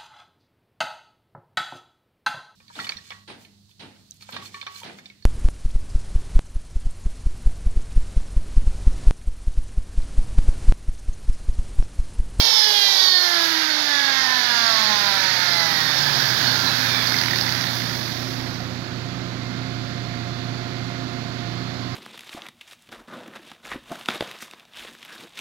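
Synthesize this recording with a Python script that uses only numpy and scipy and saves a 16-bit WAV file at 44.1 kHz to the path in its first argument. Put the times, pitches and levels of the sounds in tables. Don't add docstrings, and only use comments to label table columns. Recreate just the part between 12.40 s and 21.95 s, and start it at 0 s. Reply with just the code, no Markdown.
import sys
import numpy as np
from scipy import signal
from scipy.fft import rfft, irfft, next_fast_len
from scipy.io import wavfile
from scipy.ndimage import uniform_filter1d, map_coordinates

SR = 44100
rng = np.random.default_rng(int(sys.argv[2]) if len(sys.argv) > 2 else 0)


def level_to_linear(level):
    exponent = np.asarray(level, float) / 20
    return 10 ** exponent


def output_pcm(signal):
    pcm = np.clip(np.atleast_2d(signal).T, -1, 1) * 32767
    wavfile.write(sys.argv[1], SR, np.round(pcm).astype(np.int16))


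N = 421155
TIME_S = np.arange(N) / SR


def unit(x):
    return x / np.sqrt(np.mean(x ** 2) + 1e-20)


def along(points, hz):
    f, v = np.transpose(points)
    return np.interp(np.log(hz + 1), np.log(f + 1), v)


def curves(rows):
    s, *cols = np.transpose(rows)
    return [np.interp(TIME_S, s, c) for c in cols]


def wobble(rate_hz):
    knots = rng.standard_normal(int(N * rate_hz / SR) + 4)
    return map_coordinates(knots, [np.arange(N) * rate_hz / SR])


def filtered(x, response):
    m = next_fast_len(N + 8192)
    return irfft(rfft(x, m) * response(np.fft.rfftfreq(m, 1 / SR)), m)[..., :N]


def rush(spectrum, patchy_db):
    z = signal.stft(rng.standard_normal((2, N)), nperseg=512)[2]
    field = uniform_filter1d(rng.standard_normal(z.shape[1:]), 6, 0)
    field = uniform_filter1d(field, 12, 1)
    pair = signal.istft(z * level_to_linear(patchy_db * unit(field)), nperseg=512)[1][:, :N]
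    return unit(filtered(pair, lambda hz: level_to_linear(along(spectrum, hz))))


# time in seconds, speed in turns per second (Hz).
SPEED = [(0, 460), (.3, 419.5), (.6, 381.8), (.9, 348), (1.2, 317.4), (1.6, 281.2), (2, 248.5),
         (2.4, 218.8), (2.8, 191.6), (3.2, 168.5), (3.6, 146.9), (4, 126.2), (4.4, 105.6), (4.8, 85.7),
         (5.2, 66.5), (5.7, 43.5), (6.5, 8)]


def shaft():
    speed_hz, = curves(SPEED)
    return np.cumsum(speed_hz) / SR, speed_hz


# order, level in dB at 200 Hz shaft speed, change in dB per octave of speed.
ORDER = [(1, -33.8, 3.3), (2, -48.0, 4.9), (3, -45.5, -1.4), (4, -48.4, 2.7), (5, -46.9, 11.3),
         (6, -48.9, 11.2), (7, -47.7, 13.1), (8, -53.2, 10.8), (9, -51.5, 0.6), (10, -50.5, 10.5),
         (11, -49.5, 1.5), (12, -41.2, 1.8), (13, -50.9, -0.0), (14, -53.9, 1.7), (15, -55.9, 5.9),
         (16, -60, 5), (17, -59, 5), (18, -55.4, 5.2), (19, -54.7, 4.6), (20, -54.5, 1.2),
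         (23, -56.6, -5.9), (24, -53.0, -8.0), (36, -56.3, -15.4), (48, -55, -4.3), (60, -52.0, 0.2)]
# centre in Hz, width in Hz, peak in dB.
RESONANCES = [(134, 28, -3.1), (214, 18, -15.7), (315, 58, -5.8), (413, 43, -12.7), (581, 86, -3.4),
              (684, 77, 2.2), (842, 139, 6.4), (992, 154, 3.7), (1116, 145, 2.6), (1369, 182, 5.8),
              (1606, 209, 6.2), (1727, 209, 6.1), (1997, 469, -2.7), (2334, 390, -5.3),
              (2908, 486, -6.6), (3391, 285, 4.4), (3631, 422, 8.6), (4012, 358, 12.6), (4405, 393, 11.7),
        (4781, 477, -1.9), (5253, 478, 9.7), (5614, 638, -8.0), (6016, 774, 3.0), (7300, 951, -11.0),
        (13500, 4000, -7)]
# time in seconds, level in dB, treble over bass in dB.
SONG = [(0.0, -0.9, 1.9), (0.3, 2.5, 3.3), (0.55, 3.8, 4.0), (0.8, 3.5, 1.0), (1.2, -4.4, -5.3),
        (1.45, -3.8, -3.7), (2.0, 4.2, -1.8), (2.4, 5.9, -0.3), (2.9, 3.2, -3.2), (3.5, 3.9, -0.0),
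        (4.2, -1.4, -1.7), (4.7, -4.4, 1.4), (5.6, -12.4, 10.9)]
# time in seconds, half length in
# seconds, order, lift in dB.
FLARES = [(-0.04, 0.44, 10, -11), (0.02, 0.1, 8, -12.5), (0.45, 0.11, 8, 7.0), (0.62, 0.08, 14, -8.2),
          (0.76, 0.12, 11, -11.6), (0.83, 0.23, 7, -10.1), (0.92, 0.19, 10, -9.3), (1.2, 0.41, 9, 16.2),
          (1.22, 0.23, 15, 13.8), (1.29, 0.43, 14, 7.7), (1.51, 0.44, 10, 9.1), (1.57, 0.23, 13, 9.8),
          (1.6, 0.16, 6, 6.8), (1.69, 0.16, 8, 11.6), (1.8, 0.31, 5, -8.8), (2.14, 0.19, 20, 9.9),
          (2.29, 0.36, 9, 7.2), (2.76, 0.3, 6, -11.1), (2.96, 0.16, 10, 7.7), (3.3, 0.2, 12, 6.2),
          (3.33, 0.33, 8, 9.3), (3.74, 0.18, 12, -9.1), (4.4, 0.49, 24, 14.4), (4.45, 0.34, 23, 13.2),
          (.15, .15, 12, 2), (.45, .11, 12, -5), (1.05, .18, 12, -6), (1.58, .12, 3, -1),
               (4.17, .035, 36, -6), (4.39, .07, 36, -9), (4.66, .06, 36, -3), (3.6, .2, 36, -4),
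               (.33, .07, 10, -6), (1.2, .1, 5, -1.5), (1.4, .07, 6, -6), (2.7, .3, 3, -1),
          (.22, .07, 6, -8), (.45, .07, 6, 3), (.7, .05, 6, -6), (.7, .06, 7, -6), (.72, .08, 8, -5),
            (.07, .04, 9, 7), (.63, .06, 9, 5), (.02, .03, 10, -8), (.42, .03, 10, -3), (.57, .04, 10, -3),
            (.08, .03, 11, 5), (.2, .04, 11, -5), (.33, .03, 12, -5), (.03, .05, 12, 2), (1.1, .25, 36, 12),
            (3.65, .2, 36, 4), (3.96, .03, 36, 5), (4.09, .03, 36, 6), (3.2, .4, 48, -6), (1.8, .5, 48, 3),
            (2.3, .6, 60, -5), (4.27, .04, 36, 3), (4.02, .025, 36, -5), (.05, .08, 6, 4), (.4, .1, 15, 2),
            (2.4, .3, 5, 2), (.5, .1, 11, -3), (4.2, .1, 24, -4), (.3, .1, 5, -3), (.2, .08, 8, 2),
            (1.85, .15, 7, 3), (3.5, .15, 10, 4)]


def orders(turns, speed_hz):
    n = int(6.3 * SR)
    at = np.arange(0, n, 256)
    at_s = at / SR
    out = np.zeros((2, N))
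    centre_hz, width_hz, peak_db = np.transpose(RESONANCES)
    flutter = [wobble(24.73)[:n], wobble(40)[:n], wobble(60)[:n]]
    crawl_hz, reference_hz = 45, 200
    octaves = np.log2(np.maximum(speed_hz[at], crawl_hz) / reference_hz)
    song_db, facing_db = (c[at] for c in curves(SONG))
    settle_s, settle_db_per_s = 5.25, 25
    song_db = song_db - settle_db_per_s * np.clip(at_s - settle_s, 0, None)
    flares = FLARES
    for row, (order, db, slope_db) in enumerate(ORDER):
        hz = order * speed_hz[at]
        modes = level_to_linear(peak_db) / (1 + (2 * (hz[:, None] - centre_hz) / width_hz) ** 2)
        ring = np.sqrt(np.sum(modes ** 2, axis=1))
        flare_db = sum(lift_db * np.exp(-((at_s - s) / half_s) ** 4)
                       for s, half_s, k, lift_db in flares if k == order)
        treble = np.tanh(3 * np.log(hz / 2700))
        swell = ring * level_to_linear(db + slope_db * octaves + song_db + facing_db * treble + flare_db)
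        off_slot = order % 12
        rough = 1 + 0.054 * off_slot
        shake_db = 1.1 * rough * flutter[row % 3] + (.6 + .8 * (off_slot > 0)) * wobble(13)[:n]
        level = 1.62 * np.interp(np.arange(n), at, swell) * level_to_linear(shake_db)
        jitter_turns = 0.036 * rough * flutter[(row + 1) % 3]
        phase = 2 * np.pi * (order * turns[:n] + jitter_turns + row * .37)
        out[:, :n] += level * np.array([np.sin(phase), np.cos(phase)])
    return out


def hand_shade():
    middle_s, width_s = .75, .035
    return np.exp(-.5 * ((TIME_S - middle_s) / width_s) ** 2)


# time in seconds, level in dB, treble over bass in dB facing the vents.
TOOL = [(0, -1.5, 5.5), (.3, -1, 4), (.5, -2, 5), (.66, -2, 5), (.88, 1, 0.9), (1.2, 2, -1), (1.4, 0, 0.3),
        (1.55, 0.6, 0), (2, 1, -0.2), (2.35, 3, -0.6), (2.8, 2.5, -1.7), (3.2, 1, 0.2), (3.6, 1.3, -0.5),
        (4.2, 0.2, 0.5), (4.7, 0, -0.8), (5.2, -3, 0.5), (5.7, -9, 4), (6.2, -16, 5.5)]


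def heard_db(db, grows, turned, shade_loss_db):
    level_db, facing_db = curves(TOOL)
    return db + grows * level_db + turned * facing_db - shade_loss_db * hand_shade()


def unbalance(depth_db, turns, speed_hz):
    loose = np.clip(60 / speed_hz, 0, 1.2)
    return level_to_linear(depth_db * loose * (np.cos(2 * np.pi * turns) + 0.28 * np.cos(np.pi * turns)))


# time in seconds, level in dB.
GAIN = [(0, -55), (.25, -64), (1.46, -59.5), (2.25, -50), (4.23, -36.5), (5.4, -35), (9.55, -35)]


def gain_below_end_db():
    gain_db, = curves(GAIN)
    return gain_db - gain_db[-1]


# frequency in Hz, level in dB per Hz.
CASING = [(150, -23), (300, -10), (500, -2.5), (700, 1), (900, 6), (1150, 0), (1350, -49), (1600, -60)]


def casing_air(shake):
    quiet_db = 8 * np.clip(TIME_S - 4.7, 0, 3)
    level_db = heard_db(-36.5, grows=0.15, turned=0.43, shade_loss_db=4)
    level_db = level_db + 0.079 * gain_below_end_db() + 0.3 * shake - quiet_db
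    return level_to_linear(level_db) * rush(CASING, patchy_db=1.5)


# frequency in Hz, level in dB per Hz.
VENT = [(1000, -34), (1200, 0.5), (1400, 2.5), (1700, 6.5), (2100, 3), (2500, -2), (2950, -4.5),
        (3300, -40)]


def vent_air(shake, turns, speed_hz):
    level_db = heard_db(-30.5, grows=0.77, turned=-0.7, shade_loss_db=4) + .3 * shake
    return level_to_linear(level_db) * unbalance(3, turns, speed_hz) * rush(VENT, patchy_db=.5)


# frequency in Hz, level in dB per Hz.
FAN = [(2700, -24.5), (3050, -2), (3600, 4), (4000, 4), (4500, 7), (4900, 4.5), (5300, 1.5), (5800, -30)]


def fan_air(shake, turns, speed_hz):
    level_db = heard_db(-26.5, grows=1.56, turned=1.55, shade_loss_db=-2.5) + .3 * shake
    return level_to_linear(level_db) * unbalance(1.2, turns, speed_hz) * rush(FAN, patchy_db=.6)


# frequency in Hz, level in dB per Hz.
TIPS = [(4800, -42), (5250, 3.5), (5700, 2.5), (6100, -0.5), (6800, -7), (7600, -22), (8600, -27.5),
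        (10000, -50)]


def tip_air(shake, turns, speed_hz):
    level_db = heard_db(-35, grows=1.3, turned=1.34, shade_loss_db=8) + 0.32 * shake
    return level_to_linear(level_db) * unbalance(1.3, turns, speed_hz) * rush(TIPS, patchy_db=1.5)


# frequency in Hz, level in dB per Hz.
CLAMP = [(90, -38), (140, -4.5), (200, -3), (300, -4), (450, -9), (600, -25.5)]


def clamp_rumble():
    level_db, _ = curves(TOOL)
    return level_to_linear(-42 + 0.37 * gain_below_end_db() + 0.81 * level_db) * rush(CLAMP, patchy_db=0.5)


# frequency in Hz, level in dB per Hz.
THROAT = [(1250, -22), (1480, -4), (1610, 0), (1750, -3), (2050, -38)]


def throat_air(turns, speed_hz):
    middle_s, half_s = 4.1, 0.52
    level_db = -33.5 - 8.3 * ((TIME_S - middle_s) / half_s) ** 4 + 1.3 * wobble(25.1)
    return level_to_linear(level_db) * unbalance(5.5, turns, speed_hz) * rush(THROAT, patchy_db=0.5)


def air_rush(turns, speed_hz):
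    shake = wobble(10)
    air = casing_air(shake) + vent_air(shake, turns, speed_hz)
    air += fan_air(shake, turns, speed_hz) + tip_air(shake, turns, speed_hz)
    air += clamp_rumble() + throat_air(turns, speed_hz)
    return air * level_to_linear(-30 * np.clip(TIME_S - 6.1, 0, 4))


# time in seconds, level in dB, brightness 0-1.
BRUSH = [(0, -39.5, 0.1), (.34, -39, 0.45), (1.12, -40.5, 0.6), (1.36, -46, 0), (2.9, -42, 0.57),
         (3.78, -37.5, 1), (4.65, -39, 0.9), (5.38, -41.5, 0.9), (5.96, -50, 0.7), (6.5, -55, .5)]
# frequency in Hz, level in dB per Hz.
HISS_LEFT = [(6000, -60), (8000, -5), (9000, 1.5), (9900, -16), (10600, 7.5), (11500, 10), (12800, 12),
             (13800, 4), (14800, -2), (15900, -13)]
# frequency in Hz, level in dB per Hz.
HISS_RIGHT = [(6500, -42), (7800, -18), (8500, -4), (9500, 0), (10200, 6), (10900, 1), (12000, 4),
              (12700, 7), (13500, 5), (14800, 8), (15700, 6)]
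# frequency in Hz, share 0-1.
OPPOSED = [(7500, .1), (8500, .85), (9000, .35), (9600, .85), (10200, .25), (16000, .15)]
# time in seconds, tightness 0-1.
GRIP = [(0, 0.1), (.45, 0.08), (.76, 0.45), (1.14, 0.3), (1.4, 1), (2.3, 1), (5.6, 1), (6.5, 0.6)]


def brushes():
    def flat():
        return rush([(100, 0), (20000, 0)], patchy_db=2.2)

    def coloured(pair, tilt_db):
        def colour(hz):
            port_db = np.array([along(HISS_LEFT, hz), along(HISS_RIGHT, hz)])
            return level_to_linear(port_db + tilt_db * (hz - 12500) / 3000)
        return unit(filtered(pair, colour))

    def antiphase(hz):
        share = along(OPPOSED, hz)
        return np.array([np.sqrt(1 - share ** 2), -share])

    hiss_db, bright = curves(BRUSH)
    bright = np.clip(bright, 0, 1)
    grip, = curves(GRIP)
    pan_db = 5.5 - 7.5 * grip
    near, far = flat()
    crossed = filtered(np.array([near, far]), antiphase).sum(0)
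    dull = coloured(np.array([crossed, far]), -3)
    sharp = coloured(flat(), 3)
    hiss = np.sqrt(1 - bright) * dull + np.sqrt(bright) * sharp
    level_db = hiss_db - 4.5 * hand_shade() + 4.0 + 0.51 * wobble(9.9) + 0.3 * wobble(25.3)
    stop = level_to_linear(-25 * np.clip(TIME_S - 5.95, 0, 3))
    return level_to_linear(level_db + np.array([pan_db, -pan_db]) / 2) * hiss * stop


# order of the motor shaft, level in dB.
HUM = [(1, -27.5), (2, -21.5), (3, -13.5), (4, 0.5), (5, -11), (6, -8.5), (8, -13), (11, -18), (12, -12)]


def motor_hum():
    motor_hz = 29.96
    spin = 2 * np.pi * motor_hz * TIME_S + 0.2 * wobble(1.493)
    tone = 0
    for order, db in HUM:
        level_db = db + 2 + .055 * abs(db - 18) * wobble(8)
        phase = round(order) * spin + .09 * order * wobble(6) + order * order * .4
        tone = tone + level_to_linear(level_db) * np.exp(1j * phase)
    return tone


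# frequency in Hz, level in dB.
WHINE = [(259, -7), (518, -24.5), (700.5, -10.5), (1039, -20.5), (1400, -20.5), (2102, -17), (3503, -19.5),
         (3854, -25), (4204, -19.5), (4554, -18)]


def shop_whine():
    late_db = np.interp(TIME_S, (6.5, 7.3), [-6, 0])
    tone = 0
    for hz, db in WHINE:
        level_db = db + 2.5 + 1.8 * wobble(4) + late_db * (hz > 600)
        phase = 2 * np.pi * hz * TIME_S + 0.67 * wobble(3)
        tone = tone + level_to_linear(level_db) * np.exp(1j * phase)
    return tone


# frequency in Hz, level in dB per Hz.
SHOP = [(15, -50), (25, -28), (43, -24), (80, -10), (123, -3.5), (260, -3), (360, -8.5), (450, -13.5),
        (690, -11.5), (860, -16.5), (1400, -12.5), (2000, -15), (2890, -20), (4450, -15)]
# frequency in Hz, level in dB per Hz.
SHOP_TOP = [(4450, -19), (5600, -25), (6660, -28), (7600, -36), (8700, -49.5), (10000, -44), (11500, -42),
            (13000, -46), (15900, -47)]


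def shop():
    tone = motor_hum() + shop_whine()
    room = rush(SHOP + SHOP_TOP[1:], patchy_db=0.24)
    gain_db, = curves(GAIN)
    return level_to_linear(gain_db) * (np.array([tone.real, tone.imag]) + room)


def strikes(events, low_hz, high_hz, t60_s, lift_db):
    out, t = np.zeros((2, N)), np.arange(700) / SR
    grits = rng.standard_normal((len(events), 2, len(t)))
    pitches_hz = rng.uniform(low_hz, high_hz, len(events))
    for (s, db), grit, hz in zip(events, grits, pitches_hz):
        shape = level_to_linear(db + lift_db - 60 * t / t60_s) * (1 - np.exp(-t / 0.00044))
        out[:, round(s * SR):][:, :len(t)] += shape * (np.sin(2 * np.pi * hz * t) + .5 * grit)
    return out


# time in seconds, peak in dB.
KNOCKS = [(4.6043, -22), (4.6233, -17), (4.6682, -17), (4.722, -13), (4.743, -11.5), (4.7659, -21),
          (4.7889, -22), (4.8148, -15), (4.8367, -12.5), (4.8837, -13), (4.9106, -14), (4.9346, -12.5),
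          (4.9585, -22), (4.9864, -15), (5.038, -25), (5.0662, -19), (5.0816, -16), (5.1511, -27),
          (5.2124, -19), (5.2399, -20), (5.2683, -21), (5.3097, -21), (5.3426, -25), (5.3885, -26),
          (5.4194, -18), (5.4599, -20), (5.4958, -23), (5.5367, -21), (5.603, -28), (5.6165, -27),
          (5.6489, -30), (5.6933, -27), (5.7657, -28)]
# time in seconds, peak in dB.
TICKS = [(4.6718, -11), (4.6972, -13), (4.7212, -14), (4.7416, -19), (4.7661, -15), (4.788, -10),
         (4.814, -10), (4.8599, -14), (4.9092, -14), (4.9337, -21), (4.9591, -14), (4.9866, -16),
         (5.0115, -10), (5.037, -19), (5.0659, -15), (5.0918, -14), (5.123, -13), (5.1502, -19),
         (5.1786, -19), (5.2101, -16), (5.24, -18), (5.2714, -21)]
# time in seconds, peak in dB.
LAST = [
    (5.4946, -21),
    (5.77, -27),
    (6.1406, -26),
    (6.2033, -19),
]
# time in seconds, peak in dB.
SEATED = [
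    (6.2033, -24),
]


def bearing():
    blows = strikes(TICKS, 4550, 4950, t60_s=0.0078, lift_db=8.0)
    blows += strikes(KNOCKS, 1540, 2140, t60_s=0.012, lift_db=7.5)
    blows += strikes(LAST, 4300, 5000, t60_s=.007, lift_db=4)
    casing_db = [(800, -30), (1300, -7.0), (5500, -3.5), (7200, -20)]
    blows = filtered(blows, lambda hz: level_to_linear(along(casing_db, hz)))
    thud = strikes(SEATED, 650, 800, t60_s=.035, lift_db=0)
    return blows + filtered(thud, lambda hz: 1 / (1 + 1j * hz / 1500) ** 3)


def grinder():
    turns, speed_hz = shaft()
    return orders(turns, speed_hz) + air_rush(turns, speed_hz) + bearing()


# frequency in Hz, left over right in dB.
COVERED = [(60, -6), (110, -11), (200, -10.5), (380, -14), (700, -13.5), (1290, -19), (1900, -19.5),
           (2500, -19), (3200, -24), (4500, -28), (5300, -30.5), (6500, -25), (8120, -9), (10500, 10.5),
           (15000, -1)]
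# frequency in Hz, likeness 0-1.
ALIKE = [(60, .97), (300, .9), (700, .82), (1100, .35), (1600, .55), (2300, .2), (4500, .5), (7000, .15),
         (15000, .05)]
# frequency in Hz, left lead in radians.
LEAD = [(0, 0), (60, -.3), (200, -.65), (800, -1), (1500, -1.8), (4500, -2.2), (16000, -2.2)]


def ports(pair):
    def response(hz):
        cover, alike = level_to_linear(along(COVERED, hz)), np.clip(along(ALIKE, hz), 0, 1)
        gain = 2 / np.sqrt(1 + cover ** 2 + cover * alike)
        lead = np.exp(1j * along(LEAD, hz))
        return gain * np.array([np.ones_like(hz), cover * alike * lead, cover * np.sqrt(1 - alike ** 2)])

    right, same, other = filtered(pair[[0, 0, 1]], response)
    left = same + other
    leak = filtered(left, lambda hz: (hz > 900) * (hz < 9000) * np.clip(hz / 900 - 1, 0, 1))
    grip, = curves(GRIP)
    loose_db, seal_db = 3.1, -7
    return np.array([left + (level_to_linear(loose_db + seal_db * grip) - 1) * leak, right])


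def scene():
    return ports(grinder() + shop()) + brushes()


def roll_off(x):
    return signal.sosfilt(signal.butter(12, 16920, fs=SR, output="sos"), x)


def record(dry):
    soft = dry / (1 + np.abs(dry / .95) ** 6) ** (1 / 6)
    limited = filtered(soft, lambda hz: hz < 15810)
    return roll_off(limited)


dry = scene()
out = record(dry)
output_pcm(out)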